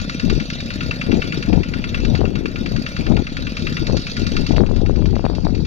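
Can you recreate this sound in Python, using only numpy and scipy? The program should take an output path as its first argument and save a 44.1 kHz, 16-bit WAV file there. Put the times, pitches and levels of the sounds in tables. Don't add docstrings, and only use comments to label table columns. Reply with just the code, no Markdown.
import sys
import numpy as np
from scipy import signal
from scipy.fft import rfft, irfft, next_fast_len
from scipy.io import wavfile
from scipy.ndimage import uniform_filter1d

SR = 44100
rng = np.random.default_rng(int(sys.argv[2]) if len(sys.argv) > 2 else 0)


def makeup_ratio(level_db):
    decades = np.asarray(level_db, float) / 20
    return 10 ** decades


def to_wav(sig):
    pcm = np.clip(np.atleast_2d(sig), -1, 1) * 32767
    pcm = np.round(pcm).astype(np.int16)
    wavfile.write(sys.argv[1], SR, pcm.T)


N = 249606
T = np.arange(N) / SR
COARSE = T[::64]
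LAG_S = 14 / SR


# [t/s, level/dB, turn toward the bright side/dB]
RUNNING = [(0, 0, 1.5), (0.3, 1, 1), (0.52, 0, 2), (0.9, 3, -3.5), (1.4, 2.5, -1), (1.63, -2.5, -2),
           (1.95, 2.5, -3), (2.17, -2, 0.5), (2.27, -5, -3), (2.6, -1, -1.5), (3.0, 2.5, -1),
           (3.22, -3.5, -0.5), (3.7, 2.5, 0.5), (3.95, -2, 3), (4.2, 2, 2.5), (4.54, 1.5, 0),
           (4.62, -8.5, 1.5), (5.66, -9, 2)]


def running():
    return curves(RUNNING)


# [t/s, firings so far]
CRANK = [(-0.007, 0), (0.703, 7), (1.528, 15), (2.048, 20), (2.761, 27), (3.267, 32), (4.067, 40),
         (4.86, 48), (5.447, 54), (5.75, 57)]


def crank():
    s, turned = np.transpose(CRANK)
    firings = np.interp(np.arange(turned[-1] + 1), turned, s)
    cycle = np.searchsorted(firings, T, "right") - 1
    return cycle, T - firings[cycle], np.diff(firings)


def knock():
    cycle, since, length = crank()
    level_db, turn_db = running()
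    luck_db = 1.73 * rng.standard_normal((len(length), 2))[cycle]
    low_db = -24 + level_db - 0.19 * turn_db + luck_db[:, 0]
    high_db = -25.5 + 0.88 * level_db + 1.44 * turn_db + luck_db[:, 1]
    fresh = port_noise()
    habit = fresh[:, :SR][:, np.round(since * SR).astype(int)]
    white = 0.5 * habit + 0.87 * fresh
    deep = burst(since - 0.0012, 0.00091, 0.0051) + makeup_ratio(-11.5) * burst(since, 0.001, 0.047)
    low = burst(since, 0.0007, 0.0045) + makeup_ratio(-16) * burst(since, 0.0021, 0.038)
    high = burst(since, 0.00098, 0.0065) + makeup_ratio(-10) * burst(since, 0.0044, 0.027)
    blows = ping(low_db - 2.2 * turn_db, since)
    blows += block(makeup_ratio(low_db - 1) * white * deep, 490, 1600, 0.64, port=0)
    blows += block(makeup_ratio(low_db + 4.5) * white * low, 1540, 3532, 0.34, port=0)
    blows += block(makeup_ratio(high_db - 1) * white * high, 3390, 8670, 1, port=1)
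    blows += block(makeup_ratio(low_db - 26.5) * white * high, 4800, 15600, 0.1, port=0)
    return blows


def ping(cycle_db, since):
    tone = np.sin(2 * np.pi * 2697 * since)
    note = makeup_ratio(cycle_db + 2.5) * burst(since, 0.00097, 0.0033) * tone
    return np.array([note, makeup_ratio(-9) * np.interp(T - LAG_S, T, note)])


# [f/Hz, width/Hz, level over the valleys/dB]
BLOCK = [(1150, 80, 4), (1425, 22, 17), (1780, 90, 7), (2010, 70, 8), (2350, 110, 9), (2680, 170, 13),
         (3300, 150, 4), (3750, 110, 8), (4550, 250, 5), (4800, 120, 5), (5850, 200, 6), (6780, 200, 7)]


def block(drive, lo_hz, hi_hz, ring, port):
    hz = np.fft.rfftfreq(8192, 1 / SR) + 1
    peaks = sum(makeup_ratio(2 * ring * db) / (1 + (2 * (hz - f) / w) ** 2) for f, w, db in BLOCK)
    edges = 1 / (1 + (lo_hz / hz) ** 24) / (1 + (hz / hi_hz) ** 24)
    body_db = 10 * np.log10((1 + peaks) * edges + 1e-12)
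    heard_db = body_db + read((LEFT_PORT, RIGHT_PORT)[port], hz)
    gain = np.sqrt(np.mean(makeup_ratio(2 * heard_db)))
    response = causal(body_db + read(LEFT_PORT, hz))
    return signal.oaconvolve(drive, response[None] / gain, axes=1)[:, :N]


# [f/Hz, level/dB]
LEFT_PORT = [(600, -17.5), (950, -22), (1250, 7.5), (2600, 7.5), (3100, -0.5), (4200, 3.5), (5300, -4.5),
             (6500, -7.5), (7400, -12.5), (8100, -23), (9000, -13), (10400, -10), (13500, -6.5), (15300, 0)]
RIGHT_PORT = [(600, -50), (950, -4), (1250, -1.5), (2200, -0.5), (3100, 0.5), (4500, 7.5), (5500, 2),
              (6500, -10), (7300, -33), (8100, -63), (9400, -25), (11500, -12), (13000, -120),
              (15300, -117)]
# [f/Hz, likeness 0-1]
LIKENESS = [(1000, .95), (1500, 0.88), (3400, 0.9), (4300, 0.75), (6000, 0.4), (7500, 0.5), (15000, 0.4)]


def port_noise():
    size = next_fast_len(N)
    hz = np.fft.rfftfreq(size, 1 / SR)
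    left, other = rfft(rng.standard_normal((2, size)))
    same = np.clip(read(LIKENESS, hz), 0, 1)
    late = left * np.exp(-2j * np.pi * hz * LAG_S)
    right = same * late + np.sqrt(1 - same ** 2) * other
    shade = makeup_ratio(read(RIGHT_PORT, hz) - read(LEFT_PORT, hz))
    return irfft([left, right * shade], size)[:, :N]


# [share of the cycle, level over the clatter/dB, decay/s]
VALVES = [
    (.27, 5, 0.0082),
    (.44, -11.5, 0.002),
    (.52, 8.5, 0.0056),
    (.78, -6.5, 0.0095),
]


def clatter():
    cycle, since, length = crank()
    level_db, turn_db = running()
    low_db = -46.5 + 0.99 * level_db
    high_db = -39.5 + 0.98 * level_db + 0.97 * turn_db
    luck = rng.standard_normal((len(length), 2 * len(VALVES)))
    flare = np.ones(N)
    for k, (share, db, decay) in enumerate(VALVES):
        start = share * length + 0.0034 * luck[:, 2 * k]
        spread_db = 2.2 * luck[cycle, 2 * k + 1]
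        flare += makeup_ratio(db + spread_db) * burst(since - start[cycle], 0.0009, decay)
    white = port_noise() * evened(flare)
    soft = port_noise() * evened(flare + 0.56)
    bed = makeup_ratio(low_db + 7) * block(soft, 370, 3210, 0.6, port=0)
    bed += makeup_ratio(high_db + 2.1) * block(white, 3125, 8960, 0.96, port=1)
    bed += makeup_ratio(low_db - 13.5) * block(0.75 * white + soft, 6500, 14600, 0.1, port=0)
    return blotched(bed, patchy_db=3.5, bins=5, frames=5)


def blotched(x, patchy_db, bins, frames):
    z = signal.stft(x, nperseg=512)[2]
    patches = rng.standard_normal(z.shape[1:])
    patches = uniform_filter1d(patches, bins, 0)
    patches = evened(uniform_filter1d(patches, frames, 1))
    gain = evened(makeup_ratio(patchy_db * patches))
    return signal.istft(z * gain, nperseg=512)[1][:, :N]


# [share of the cycle, f/Hz, level/dB, swell/s, push +1 or pull -1]
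THUMPS = [
    (.245, 185, -2.5, .0018, 1),
    (.535, 240, 0, .0021, -1),
    (.815, 160, -8, .005, 1),
]
# [f/Hz, level/dB]
ROAR = [(60, -28), (150, 1.5), (260, 1), (370, -22.5), (480, -9), (620, -12), (800, -23), (1000, -25.5),
        (1500, -58)]


def exhaust():
    cycle, since, length = crank()
    luck = rng.standard_normal((len(length), 2 * len(THUMPS)))
    slugs, puffs = np.zeros(N), np.full(N, 0.6)
    for k, (share, hz, db, swell, sign) in enumerate(THUMPS):
        start = share * length + 0.000083 * luck[:, 2 * k]
        t = np.maximum(since - start[cycle], 0)
        thump_db = db + 1.2 * luck[cycle, 2 * k + 1]
        shape = makeup_ratio(thump_db) * t / swell * np.exp(1 - t / swell)
        slugs += sign * shape * np.sin(2 * np.pi * hz * t)
        puffs += shape
    level = makeup_ratio(-25 + 0.72 * running()[0])
    roar = evened(puffs) * noise(ROAR)
    pipe = level * (makeup_ratio(6) * slugs + makeup_ratio(-8) * roar)
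    return np.array([makeup_ratio(1) * pipe, np.interp(T - LAG_S, T, pipe)])


# [t/s, peak level/dB, width/s]
SLAPS = [(1.195, -3, 0.0014), (1.5, -11, 0.00052), (1.577, -9, 0.0011), (2.148, -3, 0.00086),
         (2.207, -3, 0.00072), (2.215, 4, 0.00045), (2.243, 0, 0.00057), (3.107, -11, 0.00076),
         (3.122, -3, 0.00058), (3.197, -10, 0.0014), (3.899, -1, 0.00052), (3.934, -3, 0.00064),
         (3.946, -3, 0.00076), (4.509, -3, 0.00054), (4.582, -3, 0.00023), (4.606, -3, 0.00018),
         (4.637, 0, 0.00044), (4.713, -5.5, 0.00055), (4.82, -11, 0.0007), (4.897, 2, 0.00057),
         (5.023, -15, 0.00029), (5.166, -4.5, 0.00039), (5.195, -8.5, 0.00044), (5.243, -1, 0.00051),
         (5.252, -3, 0.00034), (5.265, -3, .00034), (5.3, -7, 0.00046), (5.384, -6, 0.00054),
         (5.454, -14, .0003), (5.469, -3, 0.00036)]
# [t/s, rumble level/dB]
LEE = [(0, -29), (.4, -34), (1.0, -38), (1.2, -34), (1.6, -34), (2.0, -26), (2.4, -38), (2.7, -34),
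       (3.0, -40), (3.2, -28), (3.5, -32), (4.25, -30), (4.6, -40), (4.9, -32), (5.5, -41), (5.66, -22)]
# [f/Hz, level/dB]
RUMBLE = [(8, -9.5), (20, 2), (50, 3), (100, -0.5), (140, -11), (250, -15), (500, -97)]


def wind():
    flutter_db, rumble_db, near, stir = gusts()
    crackle_db = -31 + 1.31 * (flutter_db + 12) + 7.5 * near
    spit_db = -47.5 + 0.53 * (flutter_db + 12.5) + 7.8 * near
    lumps = uniform_filter1d(rng.standard_normal(N), 400)
    lumps = evened(uniform_filter1d(lumps, 400))
    slaps = np.zeros(N)
    for s, db, width in SLAPS:
        u = np.sqrt((np.arange(-150, 150) / SR / width) ** 2 + 0.2)
        slap = (1 - u) * np.exp(-u) * np.hanning(300)
        slaps[round(s * SR) - 150:][:300] += makeup_ratio(min(db, -3) + 8) * slap
    flutter = makeup_ratio(1.96 * lumps) * eddies(128, 320, 320, 3.6, turns=2.1)
    crackle = makeup_ratio(2.5 * lumps) * eddies(340, 680, 700, 3, turns=2.4)
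    left = makeup_ratio(rumble_db) * steadied(noise(RUMBLE), 0.02)
    left += makeup_ratio(flutter_db - 1.18) * steadied(evened(flutter * np.sqrt(stir)), 0.18)
    left += makeup_ratio(crackle_db) * steadied(evened(crackle * stir ** 0.64), 0.04)
    left += makeup_ratio(spit_db) * eddies(600, 1300, 250, 4.4, turns=2.1)
    right = makeup_ratio(curves(LEE)[0] - 3.8) * steadied(noise(RUMBLE), 0.14)
    return np.array([left + slaps, right])


# [start t/s, length/s, flutter level/dB, rumble level relative to it/dB]
GUSTS = [(-.1, 0.15, -19.5, 1.5), (0.214, 0.14, -11, -5.5), (0.28, 0.12, -17, 5),
         (0.352, 0.081, -14.5, -17), (0.567, 0.3, -32.5, 2), (0.78, .17, -22.5, 0), (1.04, 0.19, -10, -8.5),
         (1.218, 0.11, -20, -11), (1.32, 0.11, -16, -9), (1.456, 0.19, -9.5, -1.5),
         (1.638, 0.28, -19.5, -4), (1.86, 0.34, -21, 3.5), (2.003, .2, -12, -2), (2.17, 0.13, -11, -0.5),
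         (2.254, 0.26, -15, -7.5), (2.5, 0.28, -19, -5), (2.695, 0.13, -15.5, -1.5),
         (2.97, 0.09, -13.5, -4), (3.04, 0.2, -10, -1.5), (3.292, 0.27, -24.5, 1), (3.543, 0.25, -20, -2.5),
         (3.782, 0.083, -16, -0.5), (3.852, 0.16, -11.5, -3.5), (4.153, 0.16, -16.5, -1),
         (4.284, 0.21, -14.5, 0), (4.479, .2, -8, -2), (4.593, 0.42, -14.5, 3.5), (4.846, 0.41, -13.5, 2.5),
         (5.206, .2, -14.5, -3), (5.31, 0.44, -14.5, -0.5)]


def gusts():
    start, length, db, rumble_db = np.transpose(GUSTS)[:, :, None]
    arch = abs(np.sin(np.pi * np.clip((COARSE - start) / length, 0, 1)))
    swell = makeup_ratio(2 * db) * arch ** 1.88
    flutter = makeup_ratio(2 * -35) + swell.sum(axis=0)
    rumble = makeup_ratio(2 * -29) + (makeup_ratio(2 * rumble_db) * swell).sum(axis=0)
    apart = COARSE - np.transpose(SLAPS)[0][:, None]
    near = np.tanh(np.exp(-(apart / 0.05) ** 2).sum(axis=0))
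    stir = 0.5 + 2.4 * np.exp(-(apart / 0.004) ** 2).sum(axis=0)
    slow = (10 * np.log10(flutter), 10 * np.log10(rumble), near, stir)
    return [np.interp(T, COARSE, c) for c in slow]


def eddies(lo_hz, hi_hz, per_s, spread_db, turns):
    size = makeup_ratio(spread_db * np.minimum(rng.exponential(1, N), 3)) * rng.choice([-1, 1], N)
    size *= rng.random(N) < per_s / SR
    kind = rng.integers(0, 8, N)
    total = np.zeros(N)
    for k, hz in enumerate(np.geomspace(lo_hz, hi_hz, num=8)):
        total += signal.oaconvolve(size * (kind == k), eddy(hz, turns), "same")
    return evened(total)


def eddy(hz, turns):
    t = np.arange(round(turns * SR / hz)) / SR
    return np.hanning(len(t)) * np.cos(2 * np.pi * hz * (t - t.mean())) / np.sqrt(len(t))


def steadied(x, span_s):
    size = round(span_s * SR)
    power = uniform_filter1d(uniform_filter1d(x ** 2, size), size)
    return x / np.sqrt(power + 0.055)


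def burst(since, rise, decay):
    since = np.maximum(since, 0)
    return (1 - np.exp(-since / rise)) * np.exp(-since / decay)


def noise(points):
    size = next_fast_len(N)
    colour = makeup_ratio(read(points, np.fft.rfftfreq(size, 1 / SR)))
    return evened(irfft(rfft(rng.standard_normal(size)) * colour, size)[:N])


def evened(x):
    return x / np.sqrt(np.mean(x ** 2) + 1e-20)


def read(points, hz):
    f, value = np.transpose(points)
    return np.interp(np.log(hz + 1), np.log(f + 1), value)


def curves(rows):
    s, *columns = np.transpose(rows)
    return [np.interp(T, s, c) for c in columns]


def causal(db):
    log = np.maximum(db, -100) * np.log(10) / 20
    log = np.concatenate([log, log[-2:0:-1]])
    return np.fft.ifft(np.exp(np.conj(signal.hilbert(log)))).real[:len(db)]


def scene():
    return knock() + clatter() + exhaust() + wind()


# [f/Hz, level/dB]
DISCARD = [(1500, -18), (2500, -15.5), (4000, -10.5), (5500, -7.5), (7000, -2), (9000, 0.2), (13000, 0.5),
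           (15500, 6)]


def thinned(x):
    hz, _, z = signal.stft(x, SR, nperseg=1024)
    power = abs(z) ** 2
    near = uniform_filter1d(uniform_filter1d(power, size=3, axis=1), size=2, axis=2)
    around = uniform_filter1d(uniform_filter1d(power, size=24, axis=1), size=4, axis=2)
    kept = near > around * makeup_ratio(2 * read(DISCARD, hz))[:, None]
    kept *= hz[:, None] < 15650
    return signal.istft(z * np.maximum(kept, 0.002), SR, nperseg=1024)[1][:, :N]


def low_pass(x):
    return signal.sosfilt(signal.butter(12, 15710, fs=SR, output="sos"), x)


def record(dry):
    ceiling = 0.93
    limited = dry / (1 + abs(dry / ceiling) ** 6) ** (1 / 6)
    return low_pass(thinned(limited))


dry = scene()
out = record(dry)
to_wav(out)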